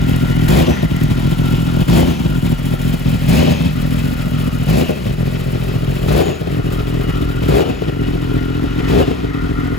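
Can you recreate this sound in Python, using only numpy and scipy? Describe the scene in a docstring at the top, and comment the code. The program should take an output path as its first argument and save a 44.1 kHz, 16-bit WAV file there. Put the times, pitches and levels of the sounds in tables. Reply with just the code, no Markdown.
"""On a driveway, a crossplane four-cylinder sport motorcycle warms up: a lumpy idle, a throttle blip every 1.4 s.
Each blip snaps open, cuts the fuel, relights briefly and coasts back to idle. Uneven firings ring the exhaust as
thump and bark over a low boom; the intake hisses with every stroke and whistles; the valve gear rings the cases,
a gear whines, loose parts clack, and there are short bright bursts of treble noise. The microphone pair moves from
beside the engine, past the front wheel, up to the cockpit and the tank; faint echoes come back from the street."""
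import sys
import numpy as np
from scipy import signal
from scipy.fft import rfft, irfft, next_fast_len
from scipy.io import wavfile
from scipy.ndimage import uniform_filter1d, minimum_filter1d

SR = 44100
rng = np.random.default_rng(int(sys.argv[2]) if len(sys.argv) > 2 else 0)


def master_out(mix):
    """Clip the mix to full scale and print it as 16-bit PCM to the path in sys.argv[1]."""
    frames = np.transpose(np.atleast_2d(mix))
    ceiling = np.clip(frames, -1, 1)
    pcm = np.round(ceiling * 32767).astype(np.int16)
    wavfile.write(sys.argv[1], SR, pcm)


N = 431298
TIME = np.arange(N) / SR  # s
BINS = np.fft.rfftfreq(N, 1 / SR)  # Hz
IDLE_RPM = 1690

# throttle blips: (time [s], top speed [rpm], idle that follows [rpm], throttle opening [factor],
# relight strength [factor], delay of the relight [s], extra thump [dB], extra intake noise [dB])
BLIPS = [(0.476, 3387, 1692, 1.21, 1.3, 0.2054, 2, 2.5), (1.875, 3550, 1730, 1.08, 0.71, 0.15, 4, 2.5),
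         (3.275, 3587, 1714, 0.75, 0.87, 0.15, 3.5, 3.5), (4.676, 3406, 1725, 0.94, 1.56, 0.21, 3.5, 2.5),
         (6.074, 3618, 1709, 0.97, 1.11, .178, 2.5, 2), (7.475, 3457, 1730, 1.14, 0.95, 0.17, 0.5, 1),
         (8.875, 3367, 1717, 1.19, 1.5, 0.23, 2, 1)]
# firings that stand out, at idle or on the way down:
# (time heard [s], thump [dB], bark [dB], change of the burns that follow [dB])
MARKED_FIRINGS = [(0.238, 5.5, 10, -4), (0.684, 7, 14.5, 2), (0.834, 10.5, 18.5, -4), (0.853, 9.5, 5, -6),
                  (0.921, 8.5, 7, -2.5), (1.118, 7, 6, -1), (1.328, 4, 9, -5), (1.541, 8, 11.5, -2),
                  (1.774, 6, 13.5, 0), (1.822, 6.5, 9, -9), (2.089, 9, 0, 3), (2.208, 10.5, -13, 0.5),
                  (2.261, 10.5, 9, 0.5), (2.462, 3, 5, 0), (2.53, 8, 7, -9.5), (2.669, 3, -2, 2),
                  (2.74, 3, 13, -3), (2.944, 5, 10, -10), (3.157, 1.5, 3, -12), (3.483, 1, 11, 4.5),
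                  (3.609, 9, 4, 1), (3.662, 9.5, 1, 0.5), (3.997, 2, -1, -1.5), (4.132, -2, 4, -1.5),
                  (4.273, 4.5, 4, -2), (4.481, 8, 8, -1), (5.069, 9.5, 10, 1), (5.111, 6, 6.5, -1),
                  (5.28, 5, 8, 0.5), (5.758, 6.5, 3, -3), (5.972, 2, -0.5, 1), (6.419, 6, 8.5, -5),
                  (6.475, 3, 10, 0), (6.74, 2, 4, -2.5), (6.807, -7, 2, -4), (7.016, -3, 5, -3),
                  (7.106, 2, 4, -2.5), (7.23, 6, 2, -1), (7.441, 1.5, 5, 4), (7.709, 9, -7, -0.5),
                  (7.823, 6, 17, 2), (7.897, 4, 11, 1), (8.089, 6.5, 7, 2.5), (8.156, 5.5, 8, -0.5),
                  (8.318, 5.5, 10, 4.5), (8.571, -8, -5, 2), (8.646, 7.5, 11, -2.5), (8.805, 5, 12, 2.5),
                  (9.083, 13, 15, 1), (9.246, 5, 10, -3), (9.351, 5.5, 5, -2), (9.44, 2, -4, 0),
                  (9.514, 5, 5, -5)]
# relative levels along the microphones' way:
# (time [s], thump [dB], bark [dB], intake rasp and gear noise [dB], intake hiss [dB])
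NEARNESS = [(0, -12.5, -26.5, -30, -41), (1.2, -15.5, -29.5, -30.5, -42), (2.6, -15.5, -29.5, -32, -40),
            (3.5, -12.5, -26.5, -28, -37.5), (4.3, -17.5, -30, -32.5, -41), (5.5, -17, -24.5, -32, -42),
            (6.9, -15.5, -24, -33.5, -44), (8.3, -20, -28.5, -35.5, -51.5), (9.15, -17, -27, -33.5, -55.5),
            (9.78, -19, -26, -37, -50.5)]
# colour of the intake hiss and of the bright bursts: (frequency [Hz], level [dB per Hz])
HISS_COLOUR = [(2500, -27), (4500, -4.5), (6000, -2.5), (7200, 5), (8500, 6.5), (11500, 5), (13300, 5.5),
               (14400, 3.5), (15500, 8), (17000, -32)]


def speed():
    """Crank speed in rpm: every blip spins it up the same way and leaves it at a slightly different idle."""
    # up, down and a dip under idle: (time after opening [s], share of the way from idle to top speed)
    spin = [(-.005, 0), (.075, .58), (.145, 1), (.225, .92), (.325, .46), (.425, .135), (.525, -.05),
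            (.6, 0)]
    rpm = np.full(N, float(IDLE_RPM))
    for start_s, top, idle, *_ in BLIPS:
        blip_rpm = idle + (top - idle) * np.interp(TIME - start_s, *np.transpose(spin))
        rpm = np.where(TIME > start_s + spin[0][0], blip_rpm, rpm)
    return rpm


def running(rpm, cut_s=0.14, relight_end_s=0.238, coast_end_s=0.522):
    """Engine state: throttle open, relight after the fuel cut, coasting down, and revs in octaves above idle."""
    throttle = relight = coast = 0
    for s, _, _, opening, strength, delay_s, *_ in BLIPS:
        throttle = throttle + opening * opened(s, attack_s=0.01, end_s=s + cut_s, release_s=0.026)
        burst = opened(s + delay_s, attack_s=0.001, end_s=s + relight_end_s, release_s=0.0077)
        relight = relight + strength * burst
        coast = coast + opened(s + relight_end_s, attack_s=0.018, end_s=s + coast_end_s, release_s=0.027)
    return throttle, relight, coast, np.log2(rpm / IDLE_RPM)


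def opened(start_s, attack_s, end_s, release_s):
    """One stage of a blip as an envelope."""
    return np.interp(TIME, [start_s, start_s + attack_s, end_s, end_s + release_s], [0, 1, 1, 0])


def effort(state, throttle_db, relight_db, coast_db, revs_db, pull_db=0):
    """Gain of a source over its idle level; pull is what the revs add only while the throttle is open."""
    throttle, relight, coast, revs = state
    pulling_db = throttle * (throttle_db + pull_db * revs)
    return amp(pulling_db + relight * relight_db + coast * coast_db + revs * revs_db)


def blipped(axis, attack_s=0.0088, hold_s=0.2, release_s=0.087):
    """Gain that each blip adds to one source."""
    return amp(sum(row[axis] * opened(row[0], attack_s, row[0] + hold_s, release_s) for row in BLIPS))


def firings(crank, rpm, scatter_db=1.84, cycle_db=1.18, jitter_s=0.00038, ring_up_s=0.0018,
            gust_scatter_db=3, evenness=0.81, gust_share=0.84, full_burn=1.0, ragged_db=1):
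    """Times and thump, bark and hiss sizes of all firings: erratic burns at idle even out as the revs rise."""
    # a row a cylinder, about 180-90-180-270 degrees apart:
    # (crank angle [degrees of 720], push at idle [dB], hiss [dB])
    cylinders = [(111, 3.5, -5), (277.1, -0.5, -10), (353.7, 3.5, -3.5), (570.8, 3, -3)]
    angle, push_db, hiss_db = np.tile(cylinders, (int(crank[-1]) + 1, 1)).T
    cycle = np.arange(len(angle)) // len(cylinders)
    times = np.interp(cycle + angle / 720, crank, TIME, left=.004, right=TIME[-1] + 1)
    slowness = IDLE_RPM / np.interp(times, TIME, rpm)
    chance = rng.standard_normal((5, len(times)))
    burn, early, gust, mixture = chance[:4] * slowness ** 2
    burn, mixture = np.minimum([burn, mixture], full_burn)  # a burn can fall far short, but hardly overshoot
    times = times + jitter_s * early
    # the nearest firing moves to each marked time, less the time the pipe takes to ring up
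    at, thump_db, bark_db, _ = np.transpose(MARKED_FIRINGS)
    marked = abs(times - at[:, None]).argmin(1)
    times[marked] = at - ring_up_s
    swing_db = lope(times) + cycle_db * mixture[cycle * len(cylinders)]
    push_db = push_db * slowness + scatter_db * burn + swing_db
    front_db = evenness * push_db + ragged_db * np.minimum(chance[4], 1)
    push_db[marked], front_db[marked] = thump_db, bark_db
    draw_db = hiss_db + gust_scatter_db * np.minimum(gust, 1) + gust_share * swing_db
    return times, amp(push_db), amp(front_db), amp(draw_db)


def lope(times, build_db=4.0, build_s=0.012, after_s=0.069, stumble_s=.028):
    """Extra dB of each firing: burns build up to a marked one and change after it; the idle stumbles."""
    # brief changes of the idle, most of them dips where a burn nearly fails: (time [s], change [dB])
    stumbles = [(0.055, 0), (0.195, -3), (0.345, -3), (0.662, 0), (1.0, -7), (1.15, -6), (1.495, 3),
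                (1.85, -9), (2.417, -7), (2.779, -9), (3.045, -9), (3.2, 4), (3.729, -5.5), (4.1, -2),
                (4.51, -8), (4.98, 1), (5.165, -6), (5.585, -6), (5.865, -3.5), (6.0, -2), (6.39, -7),
                (6.625, -11), (7.955, -7), (8.215, 0.5), (9.331, -9)]
    db = np.zeros(len(times))
    for s, _, _, after_db in MARKED_FIRINGS:
        since = times - s
        db += build_db * np.interp(since, [-1.5 * build_s, -build_s / 2, 0], [0, 1, 1], right=0)
        db += after_db * np.interp(since, [0, .75 * after_s, after_s], [1, 1, 0], left=0)
    for s, change_db in stumbles:
        db += change_db * np.interp((times - s) / stumble_s, [-1, -.5, .25, .5], [0, 1, 1, 0])
    return db


def thump(times, push, state, level_db=1, crack_lead_s=0.00746, crack_db=-12, sweep_s=.006, pipe_hz=140,
          flutter=.024, flutter_s=.01):
    """A small push as a valve cracks open, then the main one, ring the pipe; the gas flutters behind them."""
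    # pipe colours from each place: (frequency [Hz], level [dB per Hz])
    pipe_by_engine = [(30, -48.5), (50, 4.5), (70, 0), (95, -0.5), (120, 0.5), (165, 5.5), (200, -2),
                      (260, -1), (310, -6.5), (385, -14), (470, -38.5), (900, -50)]
    pipe_by_wheel = [(30, -59), (50, -12), (70, 0.5), (95, -6), (120, 1), (135, -1.5), (153, 5), (175, 0),
                     (205, -4.5), (260, -1), (315, -16.5), (400, -38), (500, -41), (900, -78)]
    pipe_by_cockpit = [(30, -74), (50, 9), (70, -1.5), (95, 1.5), (120, 1), (175, -0.5), (215, -8),
                       (290, 3), (335, -5.5), (400, -13), (500, -37.5), (900, -54)]
    pipe_by_tank = [(30, -74), (50, 1), (70, 5), (95, 1.5), (120, 0.5), (175, 2), (205, -8.5), (272, 4.5),
                    (305, 2.5), (340, -8.5), (400, -15), (500, -29), (900, -64)]
    load = effort(state, throttle_db=4.0, relight_db=6.0, coast_db=-0.5, revs_db=-9.0, pull_db=6.0)
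    push = push * np.interp(times, TIME, load)
    main = clicks(times, push)
    revs = state[3]
    lead_s = crack_lead_s / 2 ** np.interp(times, TIME, revs)
    crack = clicks(times - lead_s, push * amp(crack_db) * rng.uniform(0.02, 1.0, len(times)))
    gas = flutter * puffs(main, flutter_s) * rng.standard_normal(N) / 2
    drive = -main - crack + gas
    # the silencer holds back the bass, so each beat falls in pitch
    advance_s = sweep_s * np.log(np.clip(BINS, 60, 400) / pipe_hz)
    turns = np.cumsum(advance_s) * BINS[1]
    turns = turns - np.interp(pipe_hz, BINS, turns)
    drive = irfft(rfft(drive) * np.exp(2j * np.pi * turns), N)
    heard = walked(drive, [pipe_by_engine, pipe_by_wheel, pipe_by_cockpit, pipe_by_tank])
    return amp(curve(NEARNESS, axis=1) + level_db) * blipped(axis=6) * heard


def bark(times, front, state, level_db=4.0, wake=.021, wake_s=.016):
    """Steep pressure fronts and their short turbulent wake excite the upper pipe resonances."""
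    # upper pipe colours from each place: (frequency [Hz], level [dB per Hz])
    bark_by_engine = [(200, -29.5), (330, 8.5), (430, -2), (510, 1), (600, 1.5), (720, -2), (850, -9.5),
                      (1080, -15), (1300, -31), (1600, -43), (3000, -44)]
    bark_by_wheel = [(200, -37), (330, 10), (425, 4), (500, 3.5), (600, 8), (710, -2), (760, -4.5),
                     (820, -3.5), (900, -24), (1100, -14), (1600, -41), (3000, -33)]
    bark_by_cockpit = [(200, -37), (330, 2), (385, 6), (430, 9), (490, -1.5), (600, -5), (720, -0.5),
                       (850, -13), (1100, -22), (1600, -24), (3000, -45)]
    load = effort(state, throttle_db=7, relight_db=10.0, coast_db=-1, revs_db=-2.5, pull_db=10.5)
    fronts = clicks(times, front * np.interp(times, TIME, load))
    drive = -fronts + wake * puffs(fronts, wake_s) * turbulence()
    heard = walked(drive, [bark_by_engine, bark_by_wheel, bark_by_cockpit])
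    return amp(curve(NEARNESS, axis=2) + level_db) * heard


def boom(crank, state, level_db=-26, waver_db=3):
    """The uneven firing order leaves a clean low beat, three to a cycle, that wavers in strength."""
    gain = amp(level_db + waver_db * np.tanh(wander(rate_hz=14.0)))
    gain = gain * effort(state, throttle_db=7.5, relight_db=9.0, coast_db=-2.5, revs_db=-15.5)
    return gain * np.sqrt(2) * np.cos(2 * np.pi * 3 * crank)


def stroking(times, draw, lead_s=0.017, stroke_s=0.022, open_s=0.0036):
    """The load of each stroke swells and dies away; its mean is 1."""
    strokes = puffs(puffs(clicks(times - lead_s, draw), stroke_s), open_s)
    return strokes / strokes.mean()


def intake(strokes, state, graininess=0.11, grains_per_s=500, flicker_db=3.5, rasp_flow=.8, hiss_flow=.3):
    """Air tears past the throttles on every stroke, over a steady flow; the hiss is grainy and flickers."""
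    # rasp colours from each place: (frequency [Hz], level [dB per Hz])
    rasp_by_engine = [(500, 6), (950, 7.5), (1200, 3), (1650, 0.5), (2250, 1), (2620, 0.5), (2780, -2),
                      (3050, 3), (4000, -4), (5000, -6.5), (6500, -10.5), (14000, -19)]
    rasp_by_wheel = [(500, 7.5), (900, 2.5), (1200, -4), (1650, -1), (2250, -1), (2620, 4), (2780, -7),
                     (3200, -5.5), (4000, -4.5), (5000, -7.5), (6500, -13), (14000, -37)]
    rasp_by_cockpit = [(500, -2), (950, 6.5), (1200, 6), (1650, 2.5), (2250, 0.5), (2620, 4.5), (2780, -4),
                       (2930, 1.5), (4000, -4), (5000, -8), (6500, -13), (14000, -19.5)]
    grains = puffs((rng.random(N) < grains_per_s / SR) * rng.exponential(1, N), decay_s=0.00017)
    # the steady flows are shares of the mean stroke
    rasp = walked((rasp_flow + strokes) * turbulence(), [rasp_by_engine, rasp_by_wheel, rasp_by_cockpit])
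    hiss = evened(colour((hiss_flow + strokes) * (1 + graininess * grains) * turbulence(), HISS_COLOUR))
    hiss = hiss * amp(flicker_db * np.minimum(wander(rate_hz=49), 1))
    rasp_load = effort(state, throttle_db=7.0, relight_db=0.5, coast_db=-1.5, revs_db=-2, pull_db=0.5)
    hiss_load = effort(state, throttle_db=9.0, relight_db=2.5, coast_db=-1.5, revs_db=-8.5, pull_db=2.5)
    rasp = amp(curve(NEARNESS, axis=3)) * rasp_load * rasp
    hiss = amp(curve(NEARNESS, axis=4)) * hiss_load * hiss
    return blipped(axis=7) * (rasp + hiss)


def cases(crank, strokes, state, whirr=0.69, load_share=0.34, tap_s=0.0013, scatter_db=4,
          flicker_db=1.63, waver_hz=12, taps_per_cycle=16):
    """Valve gear taps and gear whirr ring the cases, harder on every stroke; modes waver in level and pitch."""
    # modes of the cases: (frequency [Hz], width [Hz], relative level [dB])
    case_modes = [(1398, 114, -10), (1936, 340, -0.5), (2900, 100, -4), (3250, 400, -13), (1267, 250, -11)]
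    # how clearly each mode reaches the microphones: (time [s], then the relative level of each mode [dB])
    case_nearness = [(0, -26, -38, -40, -50, -42), (.72, -22, -29.5, -37, -42, -43),
                     (1.05, -26.5, -38.5, -44, -57, -36), (1.6, -25.5, -47, -36, -37, -53),
                     (2.8, -30, -42, -41, -33, -36), (4.4, -30, -42, -38, -35, -27.5),
                     (5.4, -33, -43, -44, -66, -33), (7, -26.5, -42, -39, -48, -26.5),
                     (8.4, -27.5, -41, -41, -46, -38), (9.78, -25.5, -37.5, -46, -58, -24)]
    at = TIME[1:][np.diff(np.floor(crank * taps_per_cycle)) > 0]
    taps = puffs(clicks(at, amp(scatter_db * np.minimum(rng.standard_normal(len(at)), 1))), tap_s)
    drive = rfft((whirr + taps) * (1 + load_share * strokes) * turbulence())
    out = 0
    for k, (hz, width, db) in enumerate(case_modes):
        waver = np.exp(2j * np.pi * np.cumsum(waver_hz * wander(rate_hz=6)) / SR)
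        ring = (np.fft.ifft(drive / (1 + 2j * (BINS - hz) / width) ** 2, N) * waver).real
        gain = amp(curve(case_nearness, axis=k + 1) + db + flicker_db * wander(rate_hz=7.0))
        out = out + gain * evened(ring)
    return out * effort(state, throttle_db=5, relight_db=2.5, coast_db=0.5, revs_db=-11.5)


def whine(crank, state, teeth=51, level_db=2, spread_hz=230, flicker_db=3, ring_hz=2950, width_hz=600):
    """A gear mesh, roughened by backlash, sings out when the revs carry it up to a resonance of the cover."""
    rattle = wander(rate_hz=spread_hz) + 1j * wander(rate_hz=spread_hz)
    mesh = (rattle * np.exp(2j * np.pi * teeth * 2 * crank)).real / 2  # two turns a cycle
    mesh = mesh * amp(flicker_db * wander(rate_hz=63))
    ring = irfft(rfft(mesh) / (1 + 2j * (BINS - ring_hz) / width_hz) ** 2, N)
    load = effort(state, throttle_db=-1.0, relight_db=-5.0, coast_db=-2.0, revs_db=3.0)
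    return amp(curve(NEARNESS, axis=3) + level_db) * load * ring


def ticks(times, draw, level_db=-9, scatter_db=3.0, lead_s=.013, spread_s=.022, count=5):
    """Every firing jolts the gear train through its slack: each loose part gives a few metallic clacks."""
    # loose parts of the gear train: (frequency [Hz], width [Hz], relative level [dB])
    clack_modes = [(1100, 460, -8.5), (1675, 450, -14), (2410, 400, -9.5), (2620, 210, -5),
                   (3134, 390, -4.5), (3630, 820, -8), (5130, 500, -15)]
    out = 0
    for hz, width, db in clack_modes:
        at = np.repeat(times, count) - lead_s + spread_s * rng.random(len(times) * count)
        sizes = np.repeat(draw, count) * amp(scatter_db * np.clip(rng.standard_normal(len(at)), -2, 1))
        sides = rng.choice([-1, 1], len(at)) * rng.uniform(0, 1, (2, len(at)))  # uneven left and right
        taps = np.array([clicks(at, sizes * side) for side in sides])
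        ring = irfft(rfft(taps) / (1 + 2j * (BINS - hz) / width) ** 2, N)
        out = out + amp(db) * evened(ring)
    return amp(curve(NEARNESS, axis=3) + level_db) * out


def whistles(attack_s=0.017, hold_s=0.068, release_s=0.12, spread_hz=300):
    """The fast engine sucks air through the gap of the shut throttles: a breathy whistle."""
    # one after each blip: (time [s], frequency [Hz], level [dB])
    whistle_rows = [(.65, 6000, -42), (2.07, 6140, -48), (3.47, 6460, -46), (4.869, 6700, -70),
                    (6.213, 6800, -43), (7.66, 7000, -53), (9.06, 6850, -60)]
    breath = wander(rate_hz=spread_hz) + 1j * wander(rate_hz=spread_hz)
    corners = np.cumsum([0, attack_s, hold_s, release_s])
    out = np.zeros((2, N))
    for s, hz, db in whistle_rows:
        on = (TIME > s) & (TIME < s + corners[-1])
        swell = amp(db) * np.interp(TIME[on] - s, corners, [0, 1, 1, 0])
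        out[:, on] += swell * (breath[on] * np.exp(2j * np.pi * hz * TIME[on])).real
    return out


def bright_bursts(level_db=-5, decay_s=0.0042):
    """Short bright bursts of treble noise: each starts at once and dies away."""
    # (time [s], relative level [dB])
    burst_rows = [(0.0933, -22), (0.162, -22), (0.3009, -34), (0.4855, -30), (0.9649, -24), (1.0143, -30),
                  (1.035, -21), (1.6463, -35), (1.8808, -29), (2.3008, -32), (2.655, -24), (2.7897, -37),
                  (2.9958, -26), (3.2596, -39), (3.2886, -23), (3.8907, -33), (4.1716, -42), (4.3801, -33),
                  (6.0777, -25), (7.2226, -39)]
    at, db = np.transpose(burst_rows)
    return puffs(clicks(at, amp(db + level_db)), decay_s) * evened(colour(turbulence(), HISS_COLOUR))


def street(x, t60=0.45, wet_db=-21.0, size=16000, count=500):
    """Scattered echoes from house fronts and parked cars."""
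    at = rng.integers(size // 40, size, (2, count))  # delays in samples
    taps = np.zeros((2, size))
    np.put_along_axis(taps, at, rng.choice([-1, 1], at.shape) * amp(-60 * at / SR / t60), 1)
    taps /= np.linalg.norm(taps, axis=1, keepdims=True)
    return x + amp(wet_db) * signal.oaconvolve(x, taps, axes=1)[:, :N]


def walked(x, places):
    """The colour shifts from place to place as the microphones move along the machine."""
    # (time [s], place [0 engine, 1 front wheel, 2 cockpit, 3 tank]), held at the last place there is a colour for
    walk = [(0, 0.15), (2.2, 0.035), (3.4, 0.82), (4.8, 1.16), (6.2, 1.61), (8.2, 1.92), (9.3, 2.55),
            (9.78, 4)]
    place = np.clip(curve(walk), 0, len(places) - 1)
    out = 0
    for k, points in enumerate(places):
        out = out + np.maximum(1 - abs(place - k), 0) * evened(colour(x, points))
    return out


def turbulence():
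    """White noise as two microphones hear it, partly alike."""
    # (frequency [Hz], likeness of the two sides [0-1])
    likeness = [(300, 0.68), (650, 0.14), (1000, 0.056), (2000, 0.24), (3200, 1), (4500, 0.52), (5600, 0.2),
                (6400, 1), (16000, 1)]
    a, b = rfft(rng.standard_normal((2, N)))
    same = np.clip(read(likeness, BINS), 0, 1)
    return irfft(np.array([a, same * a + np.sqrt(1 - same ** 2) * b]), N)


def clicks(times, sizes):
    """A train of single pushes."""
    return np.bincount(np.clip(np.round(times * SR).astype(int), 0, N), sizes * (times > 0), N + 1)[:N]


def puffs(train, decay_s):
    """Each push starts a gust that dies away."""
    return signal.lfilter([1], [1, -np.exp(-1 / (decay_s * SR))], train)


def colour(x, points, size=8192):
    """Causal filter with the given spectrum: pushes ring after they land."""
    log_gain = np.log(amp(read(points, abs(np.fft.fftfreq(size, 1 / SR)))))
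    ring = np.fft.ifft(np.exp(np.conj(signal.hilbert(log_gain)))).real[:size // 2]  # minimum phase
    return signal.oaconvolve(np.atleast_2d(x), ring[None], axes=1)[:, :N]


def wander(rate_hz, size=16):
    """A random drift of unit size, smooth above its rate."""
    steps = next_fast_len(N // size + 1)  # one step every few samples
    smooth = np.exp(-(np.fft.rfftfreq(steps, size / SR) / rate_hz) ** 2)
    drift = irfft(rfft(rng.standard_normal(steps)) * smooth, steps)
    return evened(np.interp(np.arange(N), np.arange(steps) * size, drift))


def evened(x):
    """Scales a sound to unit power."""
    return x / np.sqrt(np.mean(x ** 2) + 1e-20)


def amp(db):
    """Decibels to gain."""
    return 10 ** (np.asarray(db) / 20)


def curve(rows, axis=1):
    """One column of a time table at every sample."""
    rows = np.array(rows, float)
    return np.interp(TIME, rows[:, 0], rows[:, axis])


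def read(points, hz):
    """A spectrum table on a log-frequency axis."""
    f, value = np.transpose(points)
    return np.interp(np.log(hz + 1), np.log(f + 1), value)


def scene():
    """One crankshaft and one throttle drive the engine's sources."""
    # the idle hunts, so the crank runs ahead and falls behind: (time [s], lead [degrees])
    hunt = [(0, 0), (.35, 28), (.5, 5), (.95, 15), (1.7, 40), (2.4, 30), (2.75, -20), (3.1, 0), (3.8, -10),
            (4, -32), (4.5, -15), (5.3, -28), (5.8, -5), (6.6, -12), (7, -42), (8.3, -50), (8.8, -85),
            (9.78, -88)]
    start_deg = 96  # of the 720 in a cycle
    rpm = speed()
    crank = (start_deg + curve(hunt)) / 720 + np.cumsum(rpm) / (2 * 60 * SR)  # in cycles of two turns
    state = running(rpm)
    times, push, front, draw = firings(crank, rpm)
    exhaust = thump(times, push, state) + bark(times, front, state)
    strokes = stroking(times, draw)
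    air = intake(strokes, state) + whistles()
    metal = cases(crank, strokes, state) + whine(crank, state) + ticks(times, draw)
    return street(exhaust + air + metal + bright_bursts()) + boom(crank, state)


def record(dry):
    """The phone's stereo processing and microphones spread phase and level; then a limiter and band limit."""
    # (frequency [Hz], left minus right [dB])
    lean_points = [(50, 1.5), (140, 0.6), (260, 1), (500, 6), (1000, 4), (2000, 3), (4500, 5), (6400, 0.5),
                   (16000, -0.5)]
    # (frequency [Hz], phase by which left leads [radians])
    lead_points = [(30, 0.17), (90, 0.46), (170, 0.93), (280, 1.65), (450, 1.98), (750, 3.04), (1100, 2.25),
                   (1500, 1.94), (2100, 0.095), (3000, 1.12), (5000, 0.012)]
    # above 7 kHz the sides swing in and out of phase: (frequency [Hz], phase by which left leads [radians])
    treble_lead = [(7500, 0), (8500, -np.pi), (9500, -np.pi), (10400, -2 * np.pi), (11800, -2 * np.pi),
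                   (12700, -3 * np.pi), (13600, -3 * np.pi), (14500, -4 * np.pi)]
    lean, lead = amp(read(lean_points, BINS) / 2), read(lead_points, BINS)
    left = lean * np.exp(.5j * lead)
    right = np.exp(-.5j * lead - 1j * read(treble_lead, BINS)) / lean
    wide = irfft(rfft(dry) * np.array([left, right]), N)
    allowed = 1 / np.maximum(abs(wide).max(0) / .95, 1)
    limited = wide * uniform_filter1d(minimum_filter1d(allowed, size=500), size=400)
    band = signal.firwin(511, 16050, window=("kaiser", 9), fs=SR)  # lowpass edge in Hz
    return signal.oaconvolve(limited, band[None], "same")


dry = scene()
out = record(dry)
master_out(out)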